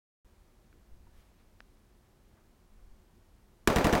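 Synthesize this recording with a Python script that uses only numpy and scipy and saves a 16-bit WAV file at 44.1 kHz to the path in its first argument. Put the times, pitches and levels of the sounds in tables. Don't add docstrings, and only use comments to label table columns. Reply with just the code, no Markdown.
import sys
import numpy as np
from scipy import signal
from scipy.fft import rfft, irfft
from scipy.io import wavfile

SR = 44100
rng = np.random.default_rng(int(sys.argv[2]) if len(sys.argv) > 2 else 0)


def transcribe(u):
    v = np.clip(np.atleast_2d(u).T, -1, 1)
    q = np.round(v * 32767).astype(np.int16)
    wavfile.write(sys.argv[1], SR, q)


N = 176400
RING = SR // 2
TIME, AGE = np.arange(N) / SR, np.arange(RING) / SR

# frequency in Hz, relative spectral density in dB.
AIR_SPECTRUM = [(15, -30.5), (25, 1.5), (96, -8), (148, -16), (216, -14.5), (284, -20), (352, -18),
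                (473, -23), (557, -23.5), (881, -26), (1220, -29), (2660, -35.5), (15800, -43.5)]
CLOTH_SPECTRUM = [(200, -4), (900, 1), (2000, -2.5), (4000, -8), (9000, -14), (15500, -13)]
WIND_SPECTRUM = [(15, 0), (45, -1.5), (80, -14), (160, -24.5), (500, -66), (4000, -100)]
CRACK_SPECTRUM = [(60, -24), (340, 5), (1000, -6.5), (1800, -5), (3500, -12), (5200, -14.5), (6300, -13.5),
                  (7800, -17), (9500, -22.5), (15500, -24.5)]
SLAP_SPECTRUM = [(40, -6), (100, -0.5), (300, 2.5), (800, -5), (1700, -4.5), (3200, -16.5), (6500, -25),
                 (9500, -28.5), (15500, -30)]
SCATTER_SPECTRUM = [(30, -20), (70, -3), (170, -4.5), (300, 8), (480, -1.5), (750, 1.5), (1200, -5),
                    (1800, -13), (3200, -17.5), (6500, -23.5), (9500, -30), (15500, -34)]
BANK_SPECTRUM = [(100, -12), (280, -8.5), (450, 10), (750, -3.5), (1300, -8), (3000, -18.5), (15000, -76)]
BOLT_SPECTRUM = [(300, -27), (1200, -14), (1800, 20), (3000, -12), (6000, -16), (9000, -9), (15500, -13)]
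# frequency in Hz, rms level in dB.
HUM_TONES = [(218, -79), (355, -80.5)]
# centre in seconds, half-width in seconds, level in dB, cutoff in Hz.
CLOTH_RUSTLES = [(0.755, 0.026, -64, 322), (1.193, 0.05, -71, 15300), (1.276, 0.054, -77.5, 12000),
                 (1.403, 0.027, -74, 5000), (2.39, 0.028, -71.5, 2000)]
# start in seconds, level in dB, ring frequency in Hz,
# T60 in seconds, cutoff in Hz, boost of the overtones in dB.
PART_CLICKS = [(0.728, -57.5, 1530, 0.012, 7000, 2), (1.069, -60.5, 940, 0.042, 3000, -8),
               (1.6047, -37, 1670, 0.0055, 5360, -5)]
# ratio to the ring frequency, level in dB.
PART_MODES = [(.45, -28), (1, 2), (1.46, -4.5), (2.13, -27), (2.9, -17)]
# centre in seconds, half-width in seconds, level in dB.
WIND_PUFFS = [(.93, 0.018, -52.5), (1.02, 0.057, -54.5), (1.17, 0.023, -55), (2.87, 0.1, -55)]
# start in seconds, blast, crack and slap levels in dB, wall delay in seconds.
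BURST_SHOTS = [(3.6739, -16, -14.5, -19, 0.028), (3.7592, -15, -21.5, -18, .0257),
               (3.8435, -15.5, -23, -16.5, .0257), (3.9263, -15.5, -23.5, -16.5, 0.026)]
# delay in seconds, level in dB, T60 of the smear in seconds.
NEAR_PATHS = [(.0082, -5, 0.021), (.0125, -8.5, 0.016)]
WALL_PATHS = [(0, -1.5, 0.016), (.0056, -8, 0.009), (.026, -12, .03)]
# frequency in Hz, T60 in seconds.
SCATTER_DECAY = [(100, 0.47), (500, 0.62), (1500, 1), (4000, 0.56), (12000, 0.5)]


def amp(db):
    return 10 ** (np.asarray(db) / 20)


def unit(x):
    return x / np.sqrt(np.mean(x ** 2) + 1e-20)


def along(points, hz):
    frequencies, values = np.transpose(points)
    return np.interp(np.log(hz + 1), np.log(frequencies + 1), values)


def fade(t60, age=AGE):
    return np.exp(-np.log(1000) * age / t60)


def noise(spectrum, size):
    gain = amp(along(spectrum, np.fft.rfftfreq(size, 1 / SR)))
    return unit(irfft(rfft(rng.standard_normal(size)) * gain, size))


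def coloured(x, spectrum):
    cepstrum = irfft(np.log(amp(along(spectrum, np.fft.rfftfreq(RING, 1 / SR)))), RING)
    cepstrum[1:RING // 2] *= 2
    cepstrum[RING // 2 + 1:] = 0
    pulse = irfft(np.exp(rfft(cepstrum)), RING)
    return signal.fftconvolve(x, pulse / np.linalg.norm(pulse))[:len(x)]


def dulled(x, hz):
    return signal.sosfilt(signal.butter(4, hz, fs=SR, output='sos'), x)


def add(track, start_s, sound):
    start = round(start_s * SR)
    track[start:start + len(sound)] += sound[:len(track) - start]


def swell(centre_s, half_s, db, time=TIME):
    return amp(db) * np.exp(-.5 * ((time - centre_s) / half_s) ** 2)


def background(linewidth_hz=6, air_db=-61.5):
    hum = np.zeros(N)
    for hz, db in HUM_TONES:
        drift = np.cumsum(rng.standard_normal(N)) * np.sqrt(2 * np.pi * linewidth_hz / SR)
        hum += amp(db) * np.sqrt(2) * np.sin(2 * np.pi * hz * TIME + drift)
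    return hum + amp(air_db) * noise(AIR_SPECTRUM, N)


def rustles():
    return sum(swell(centre_s, half_s, db) * unit(dulled(noise(CLOTH_SPECTRUM, N), cutoff_hz))
               for centre_s, half_s, db, cutoff_hz in CLOTH_RUSTLES)


def clicks(snap_db=-3.5, snap_t60=0.0022):
    out = np.zeros(N)
    for start_s, db, hz, t60, cutoff_hz, boost_db in PART_CLICKS:
        modes = sum(amp(mode_db + boost_db * (ratio > 1)) * np.sin(2 * np.pi * hz * ratio * AGE)
                    for ratio, mode_db in PART_MODES)
        snap = amp(snap_db) * fade(snap_t60) * rng.standard_normal(RING)
        add(out, start_s, amp(db) * dulled(snap - modes * fade(t60), cutoff_hz))
    return out


def wind():
    return sum(swell(*puff) for puff in WIND_PUFFS) * noise(WIND_SPECTRUM, N)


def crack(rise_s=0.00035, hold_s=0.002, t60=0.02):
    attack = 1 - np.exp(-(AGE / rise_s) ** 2)
    release = fade(t60, np.maximum(AGE - hold_s, 0))
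    return coloured(attack * release * rng.standard_normal(RING), CRACK_SPECTRUM)


def blast(push_s=0.0062, rise_s=0.0015, thump_hz=166, thump_db=-9.5, low_cut_hz=37.7):
    pulse = (1 - AGE / push_s) * np.exp(-AGE / push_s)
    thump = amp(thump_db) * np.sin(2 * np.pi * thump_hz * AGE) * fade(t60=0.034)
    attack = 1 - np.exp(-(AGE / rise_s) ** 2)
    wave = signal.lfilter(*signal.butter(1, low_cut_hz, 'high', fs=SR), (pulse + thump) * attack)
    return wave / np.abs(wave).max()


def terrain(scatter_db=-25.5, rise_s=0.0063):
    hz, age, bands = signal.stft(noise(SCATTER_SPECTRUM, RING), SR, nperseg=256)
    decay = fade(along(SCATTER_DECAY, hz)[:, None], age)
    tail = signal.istft(bands * decay, SR, nperseg=256)[1][:RING]
    bank = noise(BANK_SPECTRUM, RING) * swell(centre_s=0.055, half_s=0.011, db=-29, time=AGE)
    return (amp(scatter_db) * tail + bank) * (1 - np.exp(-AGE / rise_s))


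def slaps(paths, front=3.6):
    echoes = np.zeros(RING)
    for delay_s, db, t60 in paths:
        smear = fade(t60) * rng.standard_normal(RING)
        smear[0] = -front
        add(echoes, delay_s, amp(db) * smear)
    return coloured(echoes, SLAP_SPECTRUM)


def surroundings():
    return np.array([slaps(NEAR_PATHS), slaps(WALL_PATHS), terrain()])


def bolt(db=-29, t60=0.018):
    return amp(db) * coloured(fade(t60) * rng.standard_normal(RING), BOLT_SPECTRUM)


def burst(shared_power=0.88, blast_lag_s=0.003, bolt_lag_s=0.0095, return_lag_s=0.0011, return_db=-6):
    out, shared = np.zeros(N), surroundings()
    for start_s, blast_db, crack_db, slap_db, wall_s in BURST_SHOTS:
        near, wall, tail = np.sqrt(shared_power) * shared + np.sqrt(1 - shared_power) * surroundings()
        add(out, start_s, amp(crack_db) * crack() + amp(slap_db) * near + tail)
        add(out, start_s + blast_lag_s, amp(blast_db) * blast())
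        add(out, start_s + bolt_lag_s, bolt())
        add(out, start_s + wall_s, amp(slap_db) * wall)
        add(out, start_s + wall_s + return_lag_s, amp(blast_db + return_db) * blast())
    return out


def scene():
    return (burst() + rustles() + clicks() + background() + wind())[None]


def record(dry, on_s=0.247, ceiling_db=-10.5, knee=4.8, band_limit_hz=16100):
    live = dry * (TIME > on_s)
    saturated = live / (1 + np.abs(live / amp(ceiling_db)) ** knee) ** (1 / knee)
    return signal.sosfilt(signal.ellip(12, .1, 80, band_limit_hz, fs=SR, output='sos'), saturated)


dry = scene()
out = record(dry)
transcribe(out)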